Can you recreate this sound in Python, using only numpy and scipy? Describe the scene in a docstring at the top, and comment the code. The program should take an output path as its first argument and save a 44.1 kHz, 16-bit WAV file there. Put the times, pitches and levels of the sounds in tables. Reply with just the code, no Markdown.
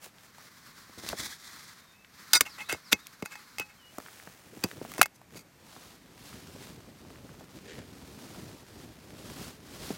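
"""Outdoors, close to the microphone, over a faint steady hush: hands and a sleeve rub as filtered noise while
small bags are pressed into a thin metal pot on a foam mat. The lid drags off cloth; a far bird whistles in gliding tones.
The lid clinks on, scrapes round and snaps home: noise cracks, decaying modes and dense slips. The closed pot is
picked up and knocked very near, a swing falling in pitch. Then, inside a tent, a nylon quilt is pulled in and
stuffed away in swishing, billowing strokes of noise, with crumples and snapping folds."""
import sys
import numpy as np
from scipy import signal
from scipy.fft import rfft, irfft, next_fast_len
from scipy.io import wavfile

SR = 44100
rng = np.random.default_rng(int(sys.argv[2]) if len(sys.argv) > 2 else 0)


def unload_wav(signal):
    """Save mono or channel-first audio to the path in sys.argv[1] as 16-bit WAV at rate SR, clipped to [-1, 1]."""
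    wavfile.write(
        sys.argv[1],
        SR,
        np.round(np.clip(np.atleast_2d(signal).T, -1, 1) * 32767).astype(np.int16),
    )


N = 439677
TIME = np.arange(N) / SR
AGE = np.arange(SR // 4) / SR   # time since a contact, s

# All event levels stand ahead of the final rounding in record(); t60_s is the time to fall 60 dB.

# Spectra, relative levels: pitch_hz, level_db (per Hz)
AIR_COLOUR = [(18, -30), (30, -7.5), (118, 0.5), (174, 3), (364, -6.5), (889, -7.5), (1010, -7.5),
              (2350, -9), (2980, -15.5), (6380, -16), (10500, -21.5), (14800, -18.5), (16000, -45)]
SLEEVE_COLOUR = [(100, -3), (250, -2), (700, -20), (1050, -1), (1500, -1), (2100, -3.5), (2800, -13),
                 (4300, -5), (9000, -15), (16000, -17)]
HANDLING_COLOUR = [(24, -49), (40, -23.5), (91, -3), (312, -6), (942, -13.5), (1630, -13), (3560, -17),
                   (6020, -17), (14800, -23), (16000, -19.5)]
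DRAG_COLOUR = [(35, -50), (60, -4), (139, -11), (244, -7), (448, -13), (492, -15), (1440, -6), (2050, -1.5),
               (2840, -17.5), (3420, -2.5), (5720, -5), (16000, -17.5)]
QUILT_COLOUR = [(21, -27.5), (35, -23), (49, -8.5), (107, -2.5), (262, -3.5), (405, -8), (564, -10.5),
                (1070, -11), (1150, -12), (1380, -12), (2290, -15), (4560, -13.5), (15500, -24)]
CRUMPLE_COLOUR = [(240, -33), (400, 22.5), (1030, -13), (1650, 11), (3990, 3), (7750, -4), (16000, -44)]

# Far bird's notes: start_s, length_s, first_pitch_hz, middle_pitch_hz, last_pitch_hz, level_db
BIRD_NOTES = [(1.79, 0.21, 3710, 3670, 3700, -60), (1.927, .13, 2480, 2620, 2580, -64),
              (2.482, .088, 5900, 4520, 3600, -52), (2.638, .085, 3200, 3930, 3400, -53),
              (2.84, .072, 5950, 4650, 3800, -54), (2.978, .095, 3200, 3840, 3000, -58.5),
              (3.77, 0.16, 3270, 2900, 3050, -63)]
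# Jacket sleeve passing as the arm moves: peak_s, rise_s, fall_s, level_db
SLEEVE_SWEEPS = [(.78, 0.88, 1, -54.5), (1.57, 0.2, 0.56, -53.5), (2.33, 0.35, 0.92, -52),
                 (3.45, 0.87, 0.61, -55.5)]

# Strokes over cloth: peak_s, rise_s, fall_s, swish_db (at usual brightness), billow_db (of the folds)
# Hands on the bags and the pot's mesh cover
HAND_STROKES = [(.045, 0.058, 0.079, -50.5, -71), (.26, 0.21, 0.043, -58, -84),
                (.47, 0.22, 0.022, -57.5, -83), (4.08, 0.39, 0.78, -55, -62), (4.68, 0.35, 0.17, -54, -52),
                (4.98, 0.44, 0.13, -53, -51.5), (5.36, 0.096, 0.044, -58, -52)]
# The lid dragged off its cloth in two pulls, then sliding free
DRAG_STROKES = [(.99, 0.017, 0.027, -44.5, -51), (1.095, 0.13, 0.086, -43, -47),
                (1.2, 0.057, 0.09, -36.5, -50.5), (1.255, 0.054, 0.035, -40, -51),
                (1.31, 0.091, 0.084, -45, -63), (1.46, 0.14, .45, -51.5, -72)]
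# The quilt pulled and pushed
QUILT_STROKES = [(5.8, .3, 0.27, -54, -81), (6.33, 0.28, 0.17, -52.5, -60), (6.57, 0.23, 0.2, -54.5, -56.5),
                 (6.65, 0.078, 0.17, -54.5, -56), (7.57, 0.044, 0.053, -57, -47),
                 (7.78, 0.091, 0.037, -57, -47), (8.15, 0.48, 0.94, -56.5, -63),
                 (8.45, 0.52, 0.21, -57.5, -49.5), (8.82, 0.2, 0.13, -58, -54),
                 (9.29, 0.29, 0.092, -53.5, -46), (9.43, 0.23, 0.18, -49, -45.5),
                 (9.9, 0.35, 0.14, -47.5, -46.5)]
# Bunched nylon crumpling: peak_s, half_length_s, level_db
CRUMPLES = [(6.363, 0.057, -57), (6.624, 0.039, -54), (7.695, 0.071, -53.5), (7.774, 0.11, -54.5)]
# Single quilt folds snapping: start_s, level_db, centre_hz
FOLD_SNAPS = [(6.329, -42, 1600), (7.05, -46, 890), (7.103, -44, 886), (7.158, -46, 1700),
              (7.292, -46, 1400), (7.342, -47, 740), (8.347, -42, 1160)]

# Dull bumps of pot, mat and knee: start_s, level_db, settled_pitch_hz
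THUDS = [(0.063, -44, 370), (0.896, -45.5, 206), (0.976, -46, 230), (1.037, -39.5, 181),
         (1.1321, -26.5, 324), (2.41, -27.5, 268), (2.728, -27.5, 274), (2.747, -34, 396), (2.93, -22, 187),
         (3.226, -28, 182), (3.599, -32.5, 260), (3.983, -33.5, 197), (4.273, -40.5, 175),
         (4.571, -40.5, 200), (4.643, -20.5, 177), (4.815, -29.5, 222), (4.992, -24.5, 212.5),
         (5.356, -37, 220), (5.764, -40, 455), (6.562, -40, 233), (7.409, -41, 340), (9.905, -25.5, 186)]
# Dry ticks of fingers, cord and toggle, and the sharp onset of the pot's hard knock:
# start_s, level_db (before the trim in ticks()), centre_hz, treble_db (re clack)
TICKS = [(0.184, -46, 3000, -14), (0.383, -41, 840, -8), (1.089, -23.5, 3530, -2.5),
         (1.129, -25, 1010, -17), (2.047, -40.5, 1720, -29), (3.069, -38, 2110, 4.5),
         (3.984, -27.5, 800, -6), (4.001, -35, 1090, -14), (4.062, -36, 1340, -18), (4.084, -37, 1740, -16),
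         (4.199, -37.5, 1400, -20), (4.274, -36.5, 900, -18), (4.713, -35, 1630, -19),
         (4.85, -31, 570, -18), (4.918, -35, 1490, -1), (4.938, -34, 1540, -2), (4.981, -27, 835, -2),
         (5.0144, -10.5, 2030, 0.5), (5.215, -41.5, 720, -14)]
# Tiny stick-slip squeaks: start_s, length_s, first_pitch_hz, last_pitch_hz, level_db
SQUEAKS = [(1.318, 0.0234, 1524, 1860, -43.5), (5.011, 0.0084, 3250, 3020, -42)]
# Rasps of lid and pot, the lid scraping round and later brief bright rubs as the pot is handled:
# peak_s, rise_s, fall_s, level_db, treble_db (re hollow part)
RASPS = [(2.468, 0.02, 0.019, -39.5, -9), (2.61, 0.041, 0.023, -38, -11.5), (2.696, 0.011, 0.03, -30, -6.5),
         (2.72, 0.021, .04, -34.5, -8), (2.926, .012, 0.0026, -20.5, 0.5), (3.259, 0.01, 0.0051, -35, -2.5),
         (3.332, 0.032, 0.016, -44, -5), (3.615, 0.016, 0.017, -40.5, -11),
         (3.705, 0.028, .021, -54.5, -10), (4.638, 0.0036, 0.011, -32, -3), (4.994, 0.018, 0.019, -39, -2),
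         (5.16, 0.025, 0.011, -59.5, 14), (5.372, .025, 0.06, -49, 9)]
# Modes of the loose lid: pitch_hz, level_db (relative), t60_s
LID_MODES = [(832, -14, .1), (1457, -8, .12), (2060, -14, .13), (2159, -5, .12), (2572, -9, .3),
             (3668, -3, .085), (4240, -16, .16), (4745, -7, .07), (4860, 1, .09), (5284, -10, .08),
             (5940, -4, .08), (6490, -12, .11), (7101, -5, .087), (7335, -13, .09), (7757, -13, .075),
             (8672, -11, .07), (8845, -11, .08), (12140, -12, .06), (15370, -11, .06)]
# Modes of the closed pot: pitch_hz, level_db (relative), t60_s
POT_MODES = [(840, -19, .35), (1290, -4, .018), (1530, -11, .035), (1920, -8, .025), (2150, -3, .09),
             (2565, -3, .14), (2650, -4, .065), (3370, -13, .05), (4670, -7, .045), (4850, -9, .05),
             (5315, -12, .06), (5962, -9, .06), (6480, -11, .06), (7150, -11, .05), (7720, -9, .045),
             (10370, -14, .04), (11770, -13, .04), (12130, -13, .045), (13380, -12, .03)]
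# Lid meeting rim: start_s, level_db, crack_centre_hz, treble_db, crack_t60_s, ring_db (both re clack),
# free_s (until the rim damps the ring)
LID_HITS = [(2.333, -14.5, 2595, 2, 0.028, -1, 0.02), (2.4082, -13.5, 1530, 2, 0.021, -13, 0.0073),
            (2.726, -29, 1500, 3.5, 0.011, -8, .019)]
# Clicks on the closed pot: start_s, level_db, crack_centre_hz, treble_db, crack_t60_s, ring_db (both re clack),
# grip_t60_s (damping by the hand), favoured_hz (mode favoured by the spot)
POT_HITS = [(2.929, -6.5, 2950, -8, 0.011, -15.5, 0.2, 5962),
            (3.224, -30.5, 1400, -13, 0.012, -5, 0.052, 2150), (3.355, -38, 1260, -26, 0.016, -5.5, 1, 840),
            (3.584, -35.5, 2300, 1, 0.015, 1, 1, 840), (3.597, -34.5, 1900, 2.5, 0.02, 1.5, 1, 2650),
            (4.639, -27, 1900, 0, 0.018, 4, 0.065, 4780),
            (5.0163, -10.5, 1265, 2.5, 0.013, -7, 0.044, 2565),
            (5.029, -21, 1480, 2, .014, -2.5, 0.22, 2150), (5.058, -31, 1060, -2.5, .019, -7, 0.092, 2150)]


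def from_db(db):
    """Decibels to gain."""
    return 10 ** (np.asarray(db) / 20)


def rms_one(x):
    """Scale to unit power."""
    return x / np.sqrt(np.mean(x ** 2) + 1e-20)


def add(out, start_s, sound):
    """Mix a short sound in at its start time."""
    at = max(round(start_s * SR), 0)
    out[at:at + len(sound)] += sound[:max(N - at, 0)]


def passed(x, hz, kind, order=2):
    """Butterworth filter."""
    edges_hz = np.clip(hz, 10, .45 * SR)
    return signal.sosfilt(signal.butter(order, edges_hz, kind, fs=SR, output="sos"), x)


def drift(rate_hz):
    """Smooth random wandering of rms 1, with a new target rate_hz times a second."""
    targets = rng.standard_normal(N // 8)
    return rms_one(np.interp(TIME * rate_hz, np.arange(N // 8), targets))


def coloured(x, colour, low_hz=10, high_hz=SR):
    """Shape a spectrum between two soft edges; rms 1."""
    size = next_fast_len(N)
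    hz = np.arange(size // 2 + 1) * SR / size + 1   # offset avoids the log of zero
    points_hz, points_db = np.transpose(colour)
    shape = from_db(np.interp(np.log(hz), np.log(points_hz), points_db))
    edges = 1 / np.sqrt((1 + (low_hz / hz) ** 6) * (1 + (hz / high_hz) ** 6))
    return rms_one(irfft(rfft(x, size) * edges * shape, size)[:N])


def burst(hz, t60, order=1):
    """Crowded modes in a band die together: fading noise that starts near rms 1."""
    fade = from_db(-60 * AGE / max(t60, .002))
    noise = passed(rng.standard_normal(len(AGE)) * fade, hz, "band", order)
    return rms_one(noise) * np.sqrt(np.mean(fade ** 2))


def crack(hz, treble_db, t60, spread=1.77):
    """The instant of contact: a clack round its centre, a bright edge and a little hollow body."""
    clack = burst([hz / spread, hz * spread], t60, order=2)
    edge = from_db(treble_db) * burst((4200, 15500), t60, order=2)
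    body = from_db(-11) * burst((650, 2600), t60, order=2)
    return clack + edge + body


def ringing(modes, favoured_hz=None, favour_db=9, favour_octaves=0.12):
    """Struck modes whose strengths vary with the spot, which may favour one; starts at rms 1."""
    hz, db, t60 = np.transpose(modes)[:, :, None]
    if favoured_hz:
        db = db + favour_db * np.exp(-(np.log2(hz / favoured_hz) / favour_octaves) ** 2)
    gain = from_db(db + 2 * rng.standard_normal(db.shape)) * rng.choice([-1, 1], db.shape)
    tones = gain * np.sin(2 * np.pi * hz * AGE) * from_db(-60 * AGE / t60)
    return tones.sum(0) / np.sqrt(np.sum(gain ** 2) / 2)


def bend(hz, cycles, lead, lead_s):
    """A struck wall swings, dying in a few cycles; higher bending waves arrive first, so the pitch drops."""
    pitch_hz = hz * (1 + lead * np.exp(-AGE / lead_s))
    fade = from_db(-60 * AGE * hz / cycles)   # cycles of the settled pitch per 60 dB
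    return np.sin(2 * np.pi * np.cumsum(pitch_hz) / SR) * fade


def rubbed(modes, rise_s, fall_s, dry_db, grip_t60):
    """A rub on metal: a dense run of tiny slips sets modes ringing; about rms 1 at its peak."""
    force = np.interp(AGE, [0, rise_s, rise_s + fall_s], [0, 1, 0])
    grit = from_db(3 * drift(700)[:len(AGE)])
    slips = force * rng.standard_normal(len(AGE)) * grit
    damped_ring = ringing(modes) * from_db(-60 * AGE / grip_t60)
    body = signal.fftconvolve(slips, damped_ring)[:len(AGE)]
    dry_rub = passed(slips, (800, 7500), "band", order=1)
    sound = rms_one(body) + from_db(dry_db) * rms_one(dry_rub)
    return rms_one(sound) * np.sqrt(np.mean(force ** 2))


def swell(peak_s, rise_s, fall_s):
    """Speed of one stroke: it eases up to 1 at its peak and back to rest."""
    ramp = np.interp(TIME, [peak_s - rise_s, peak_s, peak_s + fall_s], [0, 1, 0])
    return np.sin(np.pi / 2 * ramp) ** 2


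def strokes(rows):
    """Summed power of swish and billow over strokes that speed up and slow down smoothly."""
    power = 0
    for peak_s, rise_s, fall_s, swish_db, billow_db in rows:
        power = power + (from_db([[swish_db], [billow_db]]) * swell(peak_s, rise_s, fall_s)) ** 2
    return power


def creases(per_s, size_db):
    """Random pops of buckling fabric with exponentially spread sizes in dB; rms 1."""
    sizes = from_db(size_db * np.minimum(rng.exponential(1, N), 4)) * rng.choice([-1, 1], N)
    return rms_one(sizes * (rng.random(N) < per_s / SR))


def cloth(power, colour, usual_db, flap_db, catch_db, creases_per_s, crease_db, size_db, brighten, snap_db):
    """Folds billow air and snap over; the weave catches and lets go in a swish, brighter when it slides fast."""
    swish, billow = np.sqrt(power)
    catching = from_db(catch_db * rms_one(drift(45) + drift(260)))
    pops = creases(creases_per_s * catching, size_db)
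    weave = rng.standard_normal(N) * catching + from_db(crease_db) * pops
    rub = coloured(weave, colour, low_hz=590)
    dull = passed(rub, 3800, "low", order=1)
    # the treble grows as a power of speed, relative to the usual swish level
    speed = swish / from_db(usual_db)
    rubbing = dull + speed ** brighten * (rub - dull)
    flapping = rng.standard_normal(N) * from_db(flap_db * drift(60))
    folds = coloured(flapping, colour, high_hz=554)
    snaps = rms_one(passed(creases(75, size_db=3), (300, 2200), "band", order=1))
    return billow * (folds + from_db(snap_db) * snaps) + swish * rubbing


def air(level_db=-63.0):
    """A faint, steady outdoor hush of coloured noise."""
    return from_db(level_db) * coloured(rng.standard_normal(N), AIR_COLOUR)


def among_trees(x, t60=0.27, direct=0.82, scattered=0.53):
    """A far sound arrives blurred by many faint echoes."""
    echoes = rng.standard_normal(len(AGE)) * from_db(-60 * AGE / t60)
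    return direct * x + scattered * signal.fftconvolve(x, echoes / np.linalg.norm(echoes))[:N]


def bird(waver=0.0037):
    """Thin, slightly wavering whistles glide through three pitches."""
    out = np.zeros(N)
    for start_s, length_s, first_hz, middle_hz, last_hz, db in BIRD_NOTES:
        along = np.linspace(0, 1, int(length_s * SR))
        glide = np.polyfit([0, .5, 1], [first_hz, middle_hz, last_hz], 2)
        hz = np.polyval(glide, along) * (1 + waver * drift(400)[:len(along)])
        loudness = from_db(db) * np.sqrt(np.abs(np.sin(np.pi * along)))
        add(out, start_s, loudness * np.sin(2 * np.pi * np.cumsum(hz) / SR))
    return out


def sleeve(catch_db=2.0):
    """Smooth jacket cloth hisses softly with each sweep of the arm."""
    speed = sum(from_db(db) * swell(peak_s, rise_s, fall_s) for peak_s, rise_s, fall_s, db in SLEEVE_SWEEPS)
    hiss = rng.standard_normal(N) * from_db(catch_db * drift(60))
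    return speed * coloured(hiss, SLEEVE_COLOUR, low_hz=90)


def hands():
    """Hands press the bags in and later take the pot by its mesh cover, rubbing and billowing the cloth."""
    return cloth(strokes(HAND_STROKES), HANDLING_COLOUR, usual_db=-56.5, flap_db=4.5, catch_db=1.5,
                 creases_per_s=220, crease_db=-4.0, size_db=2.0, brighten=0.6, snap_db=-6.5)


def drag():
    """The lid slides over cloth, whose weave rubs and folds move."""
    return cloth(strokes(DRAG_STROKES), DRAG_COLOUR, usual_db=-32, flap_db=3.0, catch_db=2.0,
                 creases_per_s=710, crease_db=-27, size_db=-1.0, brighten=0.035, snap_db=-4)


def quilt(start_s=4.88, fade_in_s=1.83, swish_db=-60, billow_db=-54.5):
    """Strokes ride on a steady stirring of the loose nylon, which never quite rests between them."""
    stirring = np.clip((TIME - start_s) / fade_in_s, 0, 1) * from_db([[swish_db], [billow_db]])
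    return cloth(strokes(QUILT_STROKES) + stirring ** 2, QUILT_COLOUR, usual_db=-52.5, flap_db=2.5,
                 catch_db=1.5, creases_per_s=600, crease_db=-12.5, size_db=3.5, brighten=.3, snap_db=-13.5)


def crumples(per_s=300, size_db=-0.5):
    """A gripped bunch of fabric crackles in random pops."""
    grip = sum(from_db(db) * np.maximum(1 - np.abs(TIME - peak_s) / half_s, 0) for peak_s, half_s, db in CRUMPLES)
    return grip * coloured(creases(per_s, size_db), CRUMPLE_COLOUR)


def fold_snaps(treble_db=-16, t60=0.0088):
    """A taut fold of nylon pops over."""
    out = np.zeros(N)
    for start_s, db, hz in FOLD_SNAPS:
        add(out, start_s, from_db(db) * crack(hz, treble_db, t60, spread=1.33))
    return out


def thuds(give_db=-10, give_hz=(85, 550), give_t60=0.069):
    """Soft bumps swing briefly, with the padding giving way under them."""
    out = np.zeros(N)
    for start_s, db, hz in THUDS:
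        swing = bend(hz, cycles=8, lead=2.47, lead_s=0.0014)
        padding = from_db(give_db) * burst(give_hz, give_t60, order=2)
        add(out, start_s, from_db(db) * (swing + padding))
    return passed(out, 41, "high")


def ticks(trim_db=-3, t60=0.011):
    """Dry ticks of fingers, cord and toggle, and the sharp onset of the pot's hard knock: cracks with no ring."""
    out = np.zeros(N)
    for start_s, db, hz, treble_db in TICKS:
        add(out, start_s, from_db(db + trim_db) * crack(hz, treble_db, t60, spread=1.56))
    return out


def squeak(octave_db=-5, waver=0.028):
    """A sliding edge sticks and slips for a moment: a wavering tone and its octave."""
    out = np.zeros(N)
    for start_s, length_s, first_hz, last_hz, db in SQUEAKS:
        along = np.linspace(0, 1, int(length_s * SR))
        hz = (first_hz + (last_hz - first_hz) * along) * (1 + waver * drift(900)[:len(along)])
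        phase = 2 * np.pi * np.cumsum(hz) / SR
        tone = np.sin(phase) + from_db(octave_db) * np.sin(2 * phase)
        add(out, start_s, from_db(db) * np.sin(np.pi * along) * tone)
    return out


def rasps(hollow_below_hz=2800, edge_above_hz=4000):
    """The lid scrapes round, and later the handled pot is briefly rubbed: a hollow rasp with a bright edge."""
    out = np.zeros(N)
    for peak_s, rise_s, fall_s, db, treble_db in RASPS:
        sound = rubbed(POT_MODES, rise_s, fall_s, dry_db=0.5, grip_t60=.15)
        hollow = rms_one(passed(sound, hollow_below_hz, "low", order=5))
        edge = rms_one(passed(sound, edge_above_hz, "high", order=3))
        rasp = rms_one(hollow + from_db(treble_db) * edge)
        add(out, peak_s - rise_s, from_db(db) * np.std(sound) * rasp)
    return out


def lid_buzz(peak_s=2.351, rise_s=0.012, fall_s=0.028, db=-17.0):
    """Just after landing, the ringing lid buzzes against the rim."""
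    out = np.zeros(N)
    add(out, peak_s - rise_s, from_db(db) * rubbed(LID_MODES, rise_s, fall_s, dry_db=-4, grip_t60=.07))
    return out


def lid_hits(damped_t60=0.08):
    """The lid cracks onto the rim and rings freely until it lies there damped."""
    out = np.zeros(N)
    for start_s, db, hz, treble_db, t60, ring_db, free_s in LID_HITS:
        damping = from_db(-60 * np.maximum(AGE - free_s, 0) / damped_t60)
        ring = from_db(ring_db) * ringing(LID_MODES) * damping
        add(out, start_s, from_db(db) * (crack(hz, treble_db, t60) + ring))
    return out


def pot_hits():
    """Hard knocks leave a ring in the closed pot, which a gripping hand cuts short."""
    out = np.zeros(N)
    for start_s, db, hz, treble_db, t60, ring_db, grip_t60, favoured_hz in POT_HITS:
        ring = ringing(POT_MODES, favoured_hz) * from_db(ring_db - 60 * AGE / grip_t60)
        add(out, start_s, from_db(db) * (crack(hz, treble_db, t60) + ring))
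    return out


def knock(start_s=5.0141, db=-2, hz=570):
    """The closed pot bumps something hard, very near: a short swing that falls in pitch."""
    out = np.zeros(N)
    add(out, start_s, from_db(db) * bend(hz, cycles=8.4, lead=2.73, lead_s=0.00139))
    return out


def scene():
    """The gear is close and dry, as grass and tent cloth return no echo; only the far bird is blurred."""
    background = air() + among_trees(bird())
    fabric = sleeve() + hands() + drag() + quilt() + crumples() + fold_snaps()
    contacts = thuds() + ticks() + squeak()
    pot = rasps() + lid_buzz() + lid_hits() + pot_hits() + knock()
    return (background + fabric + contacts + pot)[None]


def record(dry):
    """The microphone signal has its highest peaks rounded and its top cut above 16 kHz."""
    rounded = .96 * np.tanh(dry / .84)   # quiet sounds gain about 1.2 dB
    return signal.sosfilt(signal.ellip(10, .1, 80, 16000, fs=SR, output="sos"), rounded)


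dry = scene()
out = record(dry)
unload_wav(out)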